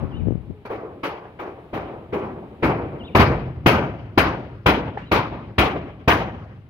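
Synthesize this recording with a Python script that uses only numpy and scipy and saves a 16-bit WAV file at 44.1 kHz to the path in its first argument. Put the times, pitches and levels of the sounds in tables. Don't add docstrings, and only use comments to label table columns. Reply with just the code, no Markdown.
import sys
import numpy as np
from scipy import signal
from scipy.fft import irfft, next_fast_len
from scipy.io import wavfile
from scipy.ndimage import uniform_filter1d

SR = 44100
rng = np.random.default_rng(int(sys.argv[2]) if len(sys.argv) > 2 else 0)


def ratio_of_db(decibels):
    return 10 ** (np.asarray(decibels, float) / 20)


def wrap_up_sound(samples):
    columns = np.atleast_2d(samples).T
    tamed = np.clip(columns, -1, 1)
    steps = np.round(tamed * 32767).astype(np.int16)
    wavfile.write(sys.argv[1], SR, steps)


N = 295055
T = np.arange(N) / SR
BANDS_HZ = 28 * 2 ** np.arange(0, 9.3, 1 / 3)

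# (time [s], strength [dB], boom [dB], clang [dB], ring length [factor])
BLOWS = [(-0.1, -29.5, -9.5, -14, 2.57), (0.651, -33, -58, -11, 0.54), (0.703, -21, -41, -19, 1.45),
         (1.032, -25, -32, -8, 1.32), (1.395, -24.5, -45, -15.5, 1.41), (1.736, -21, -21, -15.5, 1.62),
         (2.133, -17.5, -22.5, -18, 1.71), (2.631, -11.5, -18.5, -15.5, 1.484),
         (3.15, -12, -11.5, -6, 1.146), (3.194, -11, -5.5, -7.5, 0.86), (3.661, -11.5, -11.5, -3, 1.053),
         (4.176, -12, -13.5, -3.5, 0.96), (4.661, -12.5, -14.5, -5.5, 1.036),
         (5.115, -13.5, -14.5, -5, 1.1), (5.582, -13.5, -13, -3, 1.03), (6.077, -12.5, -13, -2.5, 1.03)]


def at(table, hz, column=1):
    table = np.array(table, float)
    return np.interp(np.log(hz), np.log(table[:, 0]), table[:, column])


def walk(rate):
    hold = int(SR / rate)
    steps = np.repeat(rng.standard_normal(N // hold + 1), hold)
    return 1.3 * uniform_filter1d(uniform_filter1d(steps, hold), hold)[:N]


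def ring(x, hz, t60):
    pole = np.exp(2j * np.pi * hz / SR - np.log(1000) / (t60 * SR))
    return signal.lfilter([1], [1, -pole], x).imag


def band_noise(hz):
    # (frequency [Hz], correlation of left and right)
    port_likeness = [(60, .96), (130, .98), (290, .97), (640, .8), (1200, .5), (2200, .2), (3500, 0),
                     (15000, 0)]
    size = next_fast_len(N)
    f = np.arange(size // 2 + 1) * SR / size
    near = np.flatnonzero(np.abs(np.log2((f + 1) / hz)) < 1 / 3)
    like = np.clip(at(port_likeness, hz), -0.98, 0.98)
    taper = np.cos(1.5 * np.pi * np.log2(f[near] / hz))
    mid, side = rng.standard_normal((2, len(near), 2)) @ np.array([1, 1j]) * taper
    both = np.zeros((2, len(f)), complex)
    both[:, near] = np.sqrt(1 + like) * mid + np.sqrt(1 - like) * side * np.array([[1], [-1]])
    x = irfft(both, size)[:, :N]
    return x / x.std()


def whistle(rows, octave_db):
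    s, hz, db = np.transpose(rows)
    ends = np.clip(np.minimum(T - s[0], s[-1] - T) / 0.002, 0, 1)
    phase = 2 * np.pi * np.cumsum(np.interp(T, s, hz)) / SR
    wave = np.sin(phase) + ratio_of_db(octave_db) * np.sin(2 * phase)
    return np.sqrt(2) * ends * ratio_of_db(np.interp(T, s, db)) * wave


def plain_power():
    # (frequency [Hz], relative level per Hz [dB])
    hush_colour = [(30, -15), (100, 2.5), (300, -10.5), (600, -16), (1200, -26.5), (2200, -25.5),
                   (3200, -29.5), (4200, -39), (6000, -52), (8000, -51), (11500, -48.5), (16000, -54)]
    # (time [s], level [dB])
    hush_course = [(0, -4), (2.9, -0.5), (3.7, -6.5), (6.7, -7.5)]
    total_db = -45.5
    hush = ratio_of_db(2 * at(hush_colour, BANDS_HZ)) * BANDS_HZ
    hush = hush * ratio_of_db(2 * total_db) / hush.sum()
    level_db = 0.7 * walk(3.6) + np.interp(T, *np.transpose(hush_course))
    return np.outer(hush, ratio_of_db(2 * level_db))


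def coo():
    peak_s, swell_s, fade_s = 0.549, 0.024, 0.075
    hz, sag_hz, db = 432, 38, -49
    return whistle([(peak_s - swell_s, hz, db - 20.5), (peak_s, hz, db),
                    (peak_s + fade_s, hz - sag_hz, db - 4)], octave_db=-17)


def chirp(s, top_hz, db, upper_hz, upper_db):
    entry_hz, dip_hz, end_hz = 3500, 2770, 2280
    entry_s, rise_s, fall_s = 0.034, 0.036, 0.044
    u = np.linspace(0, 1, num=12)
    quarter = np.sin(np.pi * u / 2)
    entry = np.c_[s - entry_s * (1 - u),
                  dip_hz + (entry_hz - dip_hz) * (1 - u) ** 1.4,
                  db - 12 * (1 - u) ** 2]
    rise = np.c_[s + rise_s * u,
                 dip_hz + (top_hz - dip_hz) * quarter ** 1.3,
                 db - 1.5 * u]
    fall = np.c_[s + rise_s + fall_s * u,
                 top_hz - (top_hz - end_hz) * quarter ** 1.6,
                 db - 1.5 - 5 * u]
    bow = (2 * u - 1) ** 2
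    upper_wait_s, upper_s, upper_sag_hz = 0.008, 0.064, 620
    upper = np.c_[s + upper_wait_s + upper_s * u, upper_hz - upper_sag_hz * bow, upper_db - 8 * bow]
    lower = np.r_[entry, rise[1:], fall[1:]]
    return whistle(lower, octave_db=-62) + whistle(upper, octave_db=-62)


def birds():
    # (time of the dip [s], top pitch [Hz], level [dB], upper voice top [Hz], upper voice level [dB])
    calls = [(0.138, 3020, -55.5, 3780, -66), (3.023, 3600, -52.5, 3950, -62),
             (3.142, 3300, -58, 3900, -65), (5.04, 3120, -59.5, 3980, -60.5)]
    chirps = sum(chirp(*call) for call in calls) * ratio_of_db(3.5 * walk(160))
    age = T[:SR // 4]
    walls = rng.standard_normal((2, SR // 4)) * np.exp(-age / 0.08) * ratio_of_db(-37.5) * (age > 0.02)
    blur = signal.fftconvolve(chirps[None], walls)[:, :N]
    direct = np.array([ratio_of_db(3.5) * chirps, ratio_of_db(0.5) * np.roll(chirps, 4)])
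    return direct + blur + coo()


def wind():
    # (peak time [s], level [dB], rise [dB/s], fall [dB/s])
    gust_peaks = [(0.044, -20.5, 450, 456), (0.12, -46, 58, 63), (0.275, -19.5, 152, 140),
                  (0.504, -31, 800, 700)]
    # (time [s], level [dB])
    pops = [(0.037, -18.5), (0.206, -22), (0.258, -17), (0.271, -10.5), (0.284, -6.5), (0.307, -8),
            (0.323, -11.5), (0.355, -14), (0.409, -31), (0.508, -20.5)]
    soft_hz, sharper_hz = 75, 420
    rumble_band = signal.butter(2, [50, 170], "bandpass", fs=SR, output="sos")
    rumble = signal.sosfilt(rumble_band, rng.standard_normal((2, N)))
    gusts = sum(ratio_of_db(db - np.where(T < s, rise * (s - T), fall * (T - s))) for s, db, rise, fall in gust_peaks)
    lull = ratio_of_db(-59.5 - 200 * np.maximum(T - 0.62, 0))
    out = rumble / rumble.std() * (gusts + lull) * ratio_of_db(2.5 * walk(30))
    for s, db in pops:
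        hz = soft_hz + sharper_hz * ratio_of_db(db)
        age = np.maximum(T[:SR] - s, 0)
        out[:, :SR] -= ratio_of_db(db + 1.0) * (age > 0) * np.cos(2 * np.pi * hz * age) * np.exp(-age * hz / 0.48)
    out = signal.sosfilt(signal.butter(3, 520, fs=SR, output="sos"), out)
    hiss_band = signal.butter(4, [600, 2800], "bandpass", fs=SR, output="sos")
    hiss = signal.sosfilt(hiss_band, rng.standard_normal((2, N)))
    out = out + ratio_of_db(-27) * hiss * uniform_filter1d(np.abs(out), size=1500)
    return out * ratio_of_db(np.array([[4], [-18]]))


def knocks():
    # (time [s], level [dB], pitch [Hz], t60 [s])
    taps = [(0.652, -31.5, 430, 0.05), (1.252, -38, 750, 0.05), (3.314, -15.5, 505, 0.026),
            (4.973, -19, 802, 0.026), (6.525, -40, 528, 0.015)]
    # (pitch ratio, level [dB])
    partials = [(.58, 0.5), (1, 7), (2.199, -3.5)]
    out, age = np.zeros((2, N + SR)), T[:SR // 4]
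    rattle_band = signal.butter(3, [500, 2200], "bandpass", fs=SR, output="sos")
    for s, db, hz, t60 in taps:
        tap = sum(ratio_of_db(rel_db) * np.sin(2 * np.pi * hz * ratio * age) for ratio, rel_db in partials)
        tap = tap * 1e-3 ** (age / t60)
        hiss = rng.standard_normal((2, len(age)))
        dry_rattle = ratio_of_db(-6.5) * signal.sosfilt(rattle_band, hiss) * np.exp(-age / 0.052)
        onset = 1 - np.exp(-age / 0.0015)
        start = int(s * SR)
        out[:, start:start + len(age)] += ratio_of_db(db) * (tap + dry_rattle) * onset
    return out[:, :N]


def bay_hum(push, db, length):
    # (pitch [Hz], level above the strength [dB], t60 [s])
    bay_modes = [(111.2, -20.5, 0.58), (211.3, -25.5, 0.85), (314, -20.5, 0.36), (362, -25.5, 0.93),
                 (430, -34.5, 0.27), (793, -23, 0.54), (1140, -21, 0.48)]
    out = 0
    for hz, bay_db, t60 in bay_modes:
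        louder, sharper = rng.standard_normal(2)
        tone = ring(push, hz * (1 + 0.015 * sharper), t60 * length)
        out = out + ratio_of_db(db + bay_db + 3.0 * louder) * tone
    return out


def dent_thud(push, db, boom_db):
    # (pitch [Hz], level above the strength [dB], t60 [s])
    dent_modes = [(136, -24.5, 0.035), (325, -2.5, 0.092), (910, -11, 0.0083), (1840, -9, .03)]
    wall_echo_s, wall_echo_db = 0.078, -9
    echoed = np.roll(push, int(0.00182 * SR)) + ratio_of_db(wall_echo_db) * np.roll(push, int(wall_echo_s * SR))
    near_db = np.interp(boom_db, [-36, -13], [-9, 2])
    out = 0
    for hz, dent_db, t60 in dent_modes:
        louder, sharper = rng.standard_normal(2)
        tone = ring(echoed, hz * (1 + 0.032 * sharper), t60)
        out = out + ratio_of_db(db + dent_db + near_db + 1.5 * louder) * tone
    return out


def rib_tones(push, db, clang_db, length):
    out = 0
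    for place, size, wait in rng.random((9, 3)):
        tone = ring(np.roll(push, int(wait * 0.023 * SR)), 500 * 4.6 ** place, 0.17 * length)
        ports = np.array([[1], [np.cos(np.pi * place * 1.5)]])
        out = out + ratio_of_db(db + place * clang_db - 21 + 15.2 * size) * tone * ports
    return out


def struck_modes():
    out = np.zeros((2, N))
    push = np.zeros(SR // 2)
    push[:24] = np.hanning(24) / 12
    for s, db, boom_db, clang_db, length in BLOWS:
        start = max(int(s * SR), 0)
        here = slice(start, start + len(push))
        out[:, here] += bay_hum(push, db, length)
        if s > 0:
            out[:, here] += dent_thud(push, db, boom_db)
        out[:, here] += rib_tones(push, db, clang_db, length)
    return out * ratio_of_db(np.array([[0.8], [-0.8]]))


def sizzle(clang_db):
    return -24 + 1.283 * clang_db


def sheet_power(hz):
    colour_hz = (100, 370, 2400, 4600)
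    # (frequency [Hz], share per band [dB], first t60 [s], late t60 [s], late share [dB])
    sheet = [(30, -39, 0.47, 0.65, -4), (60.3, -5, 1., 1.7, -8.5), (108, -5, 0.72, 1.97, -2.5),
             (204, -10, 0.64, 1.43, -6), (360, -12.5, 0.64, 1.15, -7), (556, -13, 0.78, 0.76, -8.5),
             (1020, -5.5, 0.48, 0.88, -12), (1820, -8, 0.38, 0.83, -12.5), (2700, -3, 0.33, 0.83, -16),
             (3380, -2, 0.33, 1.1, -16), (3850, 4, 0.25, 0.47, -17.5), (4855, 8, 0.33, 1.46, -27),
             (7980, -13, 0.21, .4, -22.5), (10800, 0.5, 0.21, 0.43, -16), (16000, 3, 0.13, .4, -17)]
    step = 32
    share_db, first, late, late_db = (at(sheet, hz, column=c) for c in range(1, 5))
    t = T[::step]
    power = np.zeros(len(t))
    for s, db, boom_db, clang_db, length in BLOWS:
        sizzle_db = sizzle(clang_db)
        colour_db = np.interp(np.log(hz), np.log(colour_hz), [boom_db, 0, clang_db, sizzle_db])
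        colour_db = colour_db + 1.2 * rng.standard_normal()
        rise = np.interp(sizzle_db, [-48, -38], [0.008, 0.002])
        start = s - 2.1 * rise + 0.0016
        since = t > start
        age = np.maximum(t[since] - start - 0.0034 * hz / 10000, 0)
        held = np.sqrt(age ** 2 + 0.012 ** 2) - 0.016
        quick = 1e-6 ** (held / (first * length))
        slow = ratio_of_db(2 * late_db) * 1e-6 ** (age / (late * length))
        near = np.interp(boom_db, [-34, -18], [0.05, 1])
        slap_db = at([(100, 8.5), (500, 7), (2000, -10.0)], hz)
        slap = 1 + near * ratio_of_db(2 * slap_db) * np.exp(-age / 0.0072)
        build_up = (1 - np.exp(-(age / rise) ** 2 / 3)) ** 2
        power[since] += ratio_of_db(2 * (db + colour_db + share_db)) * build_up * (quick + slow) * slap
    return np.interp(T, t, power)


def roof_and_plain():
    # (frequency [Hz], level [dB])
    port_shade = [(60, -1), (200, 0.5), (700, 0.5), (1290, 1.5), (2380, 6.5), (4400, 5.5), (8120, -1),
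                  (15000, 2)]
    # (time [s], share of that shade)
    facing_rows = [(0, 0.19), (2.4, 0.18), (3.2, 1.), (6.7, 0.59)]
    facing = np.interp(T, *np.transpose(facing_rows))
    rattle = walk(45)
    clatter = [walk(70) for _ in range(len(BANDS_HZ) // 2 + 2)]
    out = 0
    for k, (hz, hush) in enumerate(zip(BANDS_HZ, plain_power())):
        lumps_db = 1.1 * rattle + 0.9 * (clatter[k // 2] + clatter[(k + 1) // 2])
        level = np.sqrt(sheet_power(hz) * ratio_of_db(2 * lumps_db) + hush)
        shade = ratio_of_db(at(port_shade, hz) * facing / 2)
        out = out + band_noise(hz) * level * np.array([shade, 1 / shade])
    return out


def scene():
    left_lag = 6
    left_louder_db = 1.0
    left, right = roof_and_plain() + struck_modes() + knocks()
    left = ratio_of_db(left_louder_db / 2) * np.roll(left, left_lag)
    right = ratio_of_db(-left_louder_db / 2) * right
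    return np.array([left, right]) + wind() + birds()


def low_pass(x):
    return signal.sosfilt(signal.butter(12, 16980, fs=SR, output="sos"), x)


def record(dry):
    rounded = np.tanh(0.92 * dry) / 0.91
    top_cut = signal.ellip(8, 0.2, 70, 15750, fs=SR, output="sos")
    mix = signal.sosfilt(top_cut, rounded)
    return low_pass(mix)


dry = scene()
out = record(dry)
wrap_up_sound(out)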